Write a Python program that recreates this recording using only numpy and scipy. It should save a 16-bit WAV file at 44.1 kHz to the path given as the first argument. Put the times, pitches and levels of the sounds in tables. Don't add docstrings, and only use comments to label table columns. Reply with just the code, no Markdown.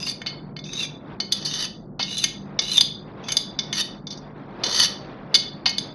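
import sys
import numpy as np
from scipy import signal
from scipy.fft import rfft, irfft, next_fast_len
from scipy.io import wavfile
from scipy.ndimage import uniform_filter1d

SR = 44100
rng = np.random.default_rng(int(sys.argv[2]) if len(sys.argv) > 2 else 0)


def materialize(psi):
    bounded = np.clip(np.atleast_2d(psi).T, -1, 1)
    quanta = np.round(bounded * 32767).astype(np.int16)
    wavfile.write(sys.argv[1], SR, quanta)


N = 262305

# start in seconds, relative level in dB, chatter time in seconds,
# brightness in dB per octave, place of contact.
BLOWS = [(.068, -24.5, 0.0088, -4, "face"), (0.2164, -31, 0.00069, -10, "slope"),
         (.261, -20.5, 0.016, -8.5, "face"), (0.564, -32, 0.0015, -13.5, "face"),
         (.588, -35, 0.0029, -11, "well"), (.639, -35.5, 0.0044, -2.5, "well"),
         (.732, -31.5, 0.0014, 2, "slope"), (1.201, -19, .001, -3, "face"),
         (1.3211, -13.5, 0.0043, 1.5, "rim"), (1.449, -18.5, 0.042, 9.5, "face"),
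         (1.9925, -18.5, 0.02, -8.5, "face"), (2.026, -21, 0.0018, 0, "well"),
         (2.181, -22.5, .004, 10, "ridge"), (2.239, -13, 0.0049, 2, "slope"),
         (2.5893, -14, .002, -5, "well"), (2.77, -16.5, .003, 7.5, "ridge"),
         (2.7775, -8, 0.0026, 0, "ridge"), (2.808, -9, 0.0012, 0, "rim"),
         (3.2842, -24, 0.0043, -3, "slope"), (3.3189, -20, .004, 6.5, "slope"),
         (3.3682, -12, 0.00086, 2, "rim"), (3.5885, -17.5, 0.0029, -5, "well"),
         (3.727, -20.5, 0.0034, -2.5, "slope"), (4.069, -30, 0.0023, -1, "well"),
         (4.104, -30, 0.0067, 2.5, "well"), (4.125, -35, 0.0021, 4, "face"),
         (4.174, -41, 0.0018, 13, "well"), (4.635, -19.5, 0.0012, -4, "face"),
         (5.342, -8.5, 0.0035, 0, "face"), (5.351, -10, 0.0022, -3.5, "rim"),
         (5.657, -10.5, 0.012, -6.5, "face"), (5.6924, -24, 0.001, 10, "face"),
         (5.7822, -17.5, 0.00034, -2.5, "rim")]
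PLACES = {"face": (1.34, [1.5, 3.5, -6.5, 7, 2.5, -1, 0, -4.5]),
          "well": (1.0, [-1.5, -5, 2.5, -3.5, 2, 5.5, 1, -18]),
          "slope": (0.65, [8, 3.5, 0, -4.5, -1, -0.5, 8.5, 4.5]),
          "ridge": (0.4, [-6, 0, 9.5, -18.5, -6, -3.5, 2, -1]),
          "rim": (0.56, [-4.5, -4, 3.5, -2, 3.5, -6.5, 3, 4])}
# lift-off time, length and easing-off time in seconds, relative top level,
# swell up to it and rasp against it in dB, the squeak's lower and upper peak pitch in Hz, path.
STROKES = [(0.117, 0.14, 0.028, -26.5, 6.8, -11.5, 2774, 5050, "flat"),
           (.853, 0.2, .023, -23.5, 17.6, -17.5, 2750, 3920, "flat"),
           (1.665, 0.35, .06, -24.5, 15.2, -15, 2940, 3930, "rim"),
           (2.24, 0.23, .02, -26.5, 8.4, -13.5, 3015, 4083, "flat"),
           (2.778, 0.16, .04, -21.5, 10.8, -11.5, 3030, 4104, "flat"),
           (3.322, .094, .01, -30.5, 11, -22, 2620, 3430, "flat"),
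           (3.812, .073, .01, -20.5, 4.4, -10.5, 2940, 4280, "rim"),
           (4.858, 0.22, .055, -13.5, 16.2, -13, 3170, 4530, "rim")]
PATHS = {"flat": (-34, 4.3, [-10.5, 0, 4.5, -1.5, 0.5, 0.5, 9, -13]),
         "rim": (-13, -7, [-1, 9.5, -0.5, 6, 1, 5, 7.5, -13])}
# frequency in Hz, relative energy in dB, base t60 in seconds.
PLATE_MODES = [(1851, -23, 0.14), (2165, -16, 0.11), (2500, -14.5, 0.0083), (3019, -9, .12),
               (3175, -17.5, 0.076), (3492, -1, 0.07), (3793, -4.5, 0.017), (4530, -12, 0.13),
               (4510, -5.5, 0.025), (4356, -3, 0.033), (4780, -4.5, 0.06), (5060, -16, 0.022),
               (5632, -13, 0.082), (6240, -14.5, 0.049), (6300, -11.5, 0.091), (5947, -27.5, 0.09),
               (8140, -53.5, .02), (10040, -27, 0.027), (10090, -47, 0.021), (10750, -50, 0.026),
               (12100, -37.5, 0.033), (11600, -49, .03), (12900, -56.5, .04)]
FAMILY_HZ = [2200, 3030, 3550, 4480, 4830, 5650, 6300, 8500]
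# frequency in Hz, relative energy in dB, t60 in seconds.
HOLLOW_MODES = [(1037, -11, .04), (1330, -5.5, .04), (1520, -3.5, .025), (1803, -3, 0.051),
                (1926, 3.5, .03)]
# frequency in Hz, relative density in dB.
CRACK_SPECTRUM = [(300, -49.5), (700, -2.5), (1200, -3), (1700, 0.5), (2600, -11.5), (4000, 15),
                  (5000, 9.5), (6400, 3), (7200, -12.5), (9000, -20), (12000, -30.5), (14000, -36.5),
                  (15800, -47)]
# frequency in Hz, relative density in dB.
RASP_SPECTRUM = [(5000, -41.5), (6800, 2), (7400, -5), (8100, 0), (8900, -7.5), (9700, 4.5), (10300, -2.5),
                 (10700, -10), (11400, 1), (12000, -16.5), (12500, -2.5), (13400, -15.5), (15800, -18)]
# start in seconds, relative level in dB.
KNOCKS = [(1.997, -29), (2.241, -40.5), (2.809, -36), (3.37, -50.5), (5.345, -45), (5.660, -28.5)]
# frequency in Hz, relative level in dB, t60 in seconds.
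KNOCK_MODES = [(680, -8, 0.066), (788, -0.5, 0.081), (970, 0, 0.058), (1130, -9, .04), (1420, 0, 0.033)]
# frequency in Hz, relative density in dB.
RUMBLE_SPECTRUM = [(20, -26.5), (30, -16.5), (48, -5.5), (75, -19.5), (110, -4), (150, -2), (210, -1),
                   (300, -5), (450, -12.5), (700, -17), (1100, -27.5), (1800, -41.5), (3000, -75.5)]
# centre frequency in Hz, mean level in dB.
HUM_LINES = [(149, -47), (199, -47.5), (361, -56)]
# frequency in Hz, relative density in dB.
HISS_SPECTRUM = [(60, -33), (300, 11), (600, 8.5), (1100, 4.5), (2000, -4.5), (3500, -6), (5000, -17.5),
                 (7000, -34.5)]
# time in seconds, level in dB.
HISS_LEVELS = [(0, -44.5), (.45, -50.5), (.8, -54), (1.15, -43.5), (1.87, -56.5), (2.1, -56.5), (2.5, -44),
               (2.9, -53), (3.15, -41), (4.05, -47.5), (4.6, -38), (5.95, -45)]
# frequency in Hz, gain in dB.
MIC_RESPONSE = [(4000, -1.5), (6400, 1.5), (7300, -4), (9000, -7.5), (9800, 1.5), (11600, -2),
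                (12700, -8.5), (13600, -10.5), (15800, -22.5)]
# frequency in Hz, threshold in dB per bin.
SUPPRESSOR_THRESHOLDS = [(800, -110), (1500, -85.5), (3000, -66), (7000, -84.5), (12000, -83.5),
                         (15000, -88)]

HIT_GAIN = np.sqrt(SR / 100)


def clinks(ring=0.69, bite_s=0.0006, bounces_per_s=4000, crack_t60=0.023, crack_db=-7, shimmer_db=-23,
           trim_db=-0.7):
    out, t = np.zeros(N), np.arange(SR // 6) / SR
    bite = 1 - np.exp(-t / bite_s)
    for start, db, chatter_s, brightness, place in BLOWS:
        freedom, weights = PLACES[place]
        push = contacts(len(t), bounces_per_s, spread_db=0) * bite * np.exp(-t / chatter_s)
        fade = bite * undb(-60 * t / (crack_t60 + 4 * chatter_s))
        crack = unit(colour(rng.standard_normal(len(t)) * fade, CRACK_SPECTRUM))
        shimmer = unit(colour(rng.standard_normal(len(t)) * fade, RASP_SPECTRUM))
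        blow = plate(push, ring * freedom) + undb(crack_db) * crack + undb(shimmer_db) * shimmer
        add(out, start, undb(db + trim_db) * HIT_GAIN * at_place(blow, weights, brightness))
    return out


def scrapes(slips_per_s=1800, ring=0.6, grit_db=-5, judder_db=3.5, ease_db_per_s=101.5, lift_s=0.003,
            rasp_lag_db=6.5, trim_db=-1):
    out, age = np.zeros(N), np.arange(SR // 2) / SR
    for end, length, easing, db, swell_db, rasp_db, lower_hz, upper_hz, path in STROKES:
        hollow_db, squeak_db, weights = PATHS[path]
        start, fastest = end - length, end - easing
        t = max(start, 0) + age
        speed = np.clip((t - start) / (fastest - start), 0, 1) ** 1.2
        eased_db = ease_db_per_s * np.maximum(t - fastest, 0)
        touch = np.exp(-np.maximum(t - end, 0) / lift_s)
        force = undb(db + trim_db - swell_db * (1 - speed) - eased_db) * touch
        rasp_force = force * undb(rasp_db - rasp_lag_db * (1.5 - speed))
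        grain = contacts(len(t), slips_per_s, spread_db=3.0) + 0.025 * rng.standard_normal(len(t))
        grain *= undb(judder_db * wander(220)[:len(t)])
        push = force * grain
        body = plate(push, ring) + undb(grit_db) * unit(colour(push, CRACK_SPECTRUM))
        hollow = unit(sum(undb(share) * unit(mode(push, hz, t60)) for hz, share, t60 in HOLLOW_MODES))
        singing = squeak(push, end - t, lower_hz, upper_hz)
        ringing = unit(at_place(body, weights) + undb(hollow_db) * hollow + undb(squeak_db) * singing)
        rasp = unit(colour(rasp_force * grain, RASP_SPECTRUM))
        add(out, start, ringing * np.linalg.norm(force) + rasp * np.linalg.norm(rasp_force))
    return out


def plate(push, ring, detune=0.0014):
    shifts = 1 + detune * rng.standard_normal(len(PLATE_MODES))
    return unit(sum((-1) ** k * undb(db) * unit(mode(push, hz * shifts[k], t60 * ring))
                    for k, (hz, db, t60) in enumerate(PLATE_MODES)))


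def at_place(x, weights, brightness=0):
    octaves = np.log2(np.divide(FAMILY_HZ, FAMILY_HZ[0]))
    return unit(colour(x, list(zip(FAMILY_HZ, weights + brightness * octaves))))


def squeak(push, left_s, lower_hz, upper_hz, upper_db=6.0, t60=0.04, wobble=0.008, catch_db=3.5,
           climb_oct_per_s=0.72, sag_oct_per_s=5.1, sag_s=0.043):
    climb = -climb_oct_per_s * np.maximum(left_s - sag_s, 0)
    sag = -sag_oct_per_s * np.clip(sag_s - left_s, 0, sag_s)
    decay = undb(-60 / (t60 * SR))
    out = 0
    for hz, gain in (lower_hz, 1), (upper_hz, undb(upper_db)):
        pitch_hz = hz * 2 ** (climb + sag) * (1 + wobble * wander(110)[:len(push)])
        phasor = np.exp(2j * np.pi * np.cumsum(pitch_hz) / SR)
        resonance = (phasor * signal.lfilter([1], [1, -decay], push / phasor)).imag
        catch = undb(catch_db * wander(140)[:len(push)])
        out = out + gain * unit(catch * resonance)
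    return unit(out)


def bowl_knocks():
    out, t = np.zeros(N), np.arange(SR // 6) / SR
    note = unit(sum(undb(db - 60 * t / t60) * np.sin(2 * np.pi * hz * t) for hz, db, t60 in KNOCK_MODES))
    for start, db in KNOCKS:
        add(out, start, undb(db) * HIT_GAIN * note)
    return out


def kitchen_reverb(x, t60=0.42, treble_t60=0.27, split_hz=5500, build_s=0.0035, tail_db=-9,
                   early_t60=0.033, early_db=-13):
    t = np.arange(int(0.7 * SR)) / SR
    echoes = rng.standard_normal(len(t)) * (1 - np.exp(-t / build_s))
    low = signal.sosfiltfilt(signal.butter(4, split_hz, fs=SR, output="sos"), echoes)
    tail = low * undb(-60 * t / t60) + (echoes - low) * undb(-60 * t / treble_t60)
    early = rng.standard_normal(len(t)) * undb(-60 * t / early_t60) * (t > 0.002)
    return signal.fftconvolve(x, undb(tail_db) * unit(tail) + undb(early_db) * unit(early))[:N]


def room_tone(rumble_db=-39.5, waver_db=4.0, drift_hz=2.465, flicker_db=2.7):
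    rumble = noise(RUMBLE_SPECTRUM) * undb(rumble_db + 0.23 * wander(2.1))
    hum = 0
    for hz, db in HUM_LINES:
        amplitude = np.sqrt(2) * undb(db + waver_db * wander(9.8))
        pitch_hz = hz + drift_hz * wander(14)
        hum = hum + amplitude * np.sin(2 * np.pi * np.cumsum(pitch_hz) / SR)
    hiss_db = np.interp(np.arange(N) / SR, *np.transpose(HISS_LEVELS))
    hiss = noise(HISS_SPECTRUM) * undb(hiss_db + flicker_db * wander(20.84))
    return rumble + hum + hiss


def noise_suppressor(x, size=512):
    hz, _, bins = signal.stft(x, SR, nperseg=size)
    power = uniform_filter1d(np.abs(bins) ** 2, size=5, axis=-2)
    threshold = undb(db_at(hz, SUPPRESSOR_THRESHOLDS))[:, None] ** 2
    gain = power / (power + threshold)
    return signal.istft(bins * gain, SR, nperseg=size)[1][:, :N]


def contacts(samples, per_s, spread_db):
    hit = rng.random(samples) < per_s / SR
    size = undb(spread_db * np.clip(rng.standard_normal(samples), -2, 2))
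    return hit * size * rng.choice([-1, 1], samples)


def mode(push, hz, t60):
    pole = np.exp((2j * np.pi * hz - np.log(1000) / t60) / SR)
    return signal.lfilter([1], [1, -pole], push).imag


def noise(spectrum):
    return unit(colour(rng.standard_normal(N), spectrum)) * np.sqrt(N)


def wander(rate_hz):
    hold = int(SR / rate_hz)
    steps = np.repeat(rng.standard_normal(N // hold + 1), hold)
    return 1.3 * uniform_filter1d(uniform_filter1d(steps, hold), hold)[:N]


def colour(x, spectrum):
    size = 2 * next_fast_len(len(x) // 2 + 1024)
    db = db_at(np.arange(size // 2 + 1) * SR / size, spectrum)
    cepstrum = irfft(np.log(undb(db)), size)[:size // 2]
    cepstrum[1:] *= 2
    return irfft(rfft(x, size) * np.exp(rfft(cepstrum, size)), size)[:len(x)]


def db_at(hz, spectrum):
    points_hz, db = np.transpose(spectrum)
    return np.interp(np.log(np.maximum(hz, 1)), np.log(points_hz), db)


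def add(out, start_s, x):
    i = max(int(start_s * SR), 0)
    out[i:i + len(x)] += x[:N - i]


def undb(db):
    return 10 ** (np.asarray(db) / 20)


def unit(x):
    return x / np.sqrt(np.sum(x ** 2) + 1e-18)


def scene():
    close = clinks() + scrapes() + bowl_knocks()
    return (close + kitchen_reverb(close) + room_tone())[None]


def record(dry):
    at_mic = colour(dry[0], MIC_RESPONSE)[None]
    clipped = np.clip(noise_suppressor(at_mic), -1, 1)
    lowpass = signal.ellip(10, 0.2, 90, 15800, fs=SR, output="sos")
    return signal.sosfilt(lowpass, clipped)


dry = scene()
out = record(dry)
materialize(out)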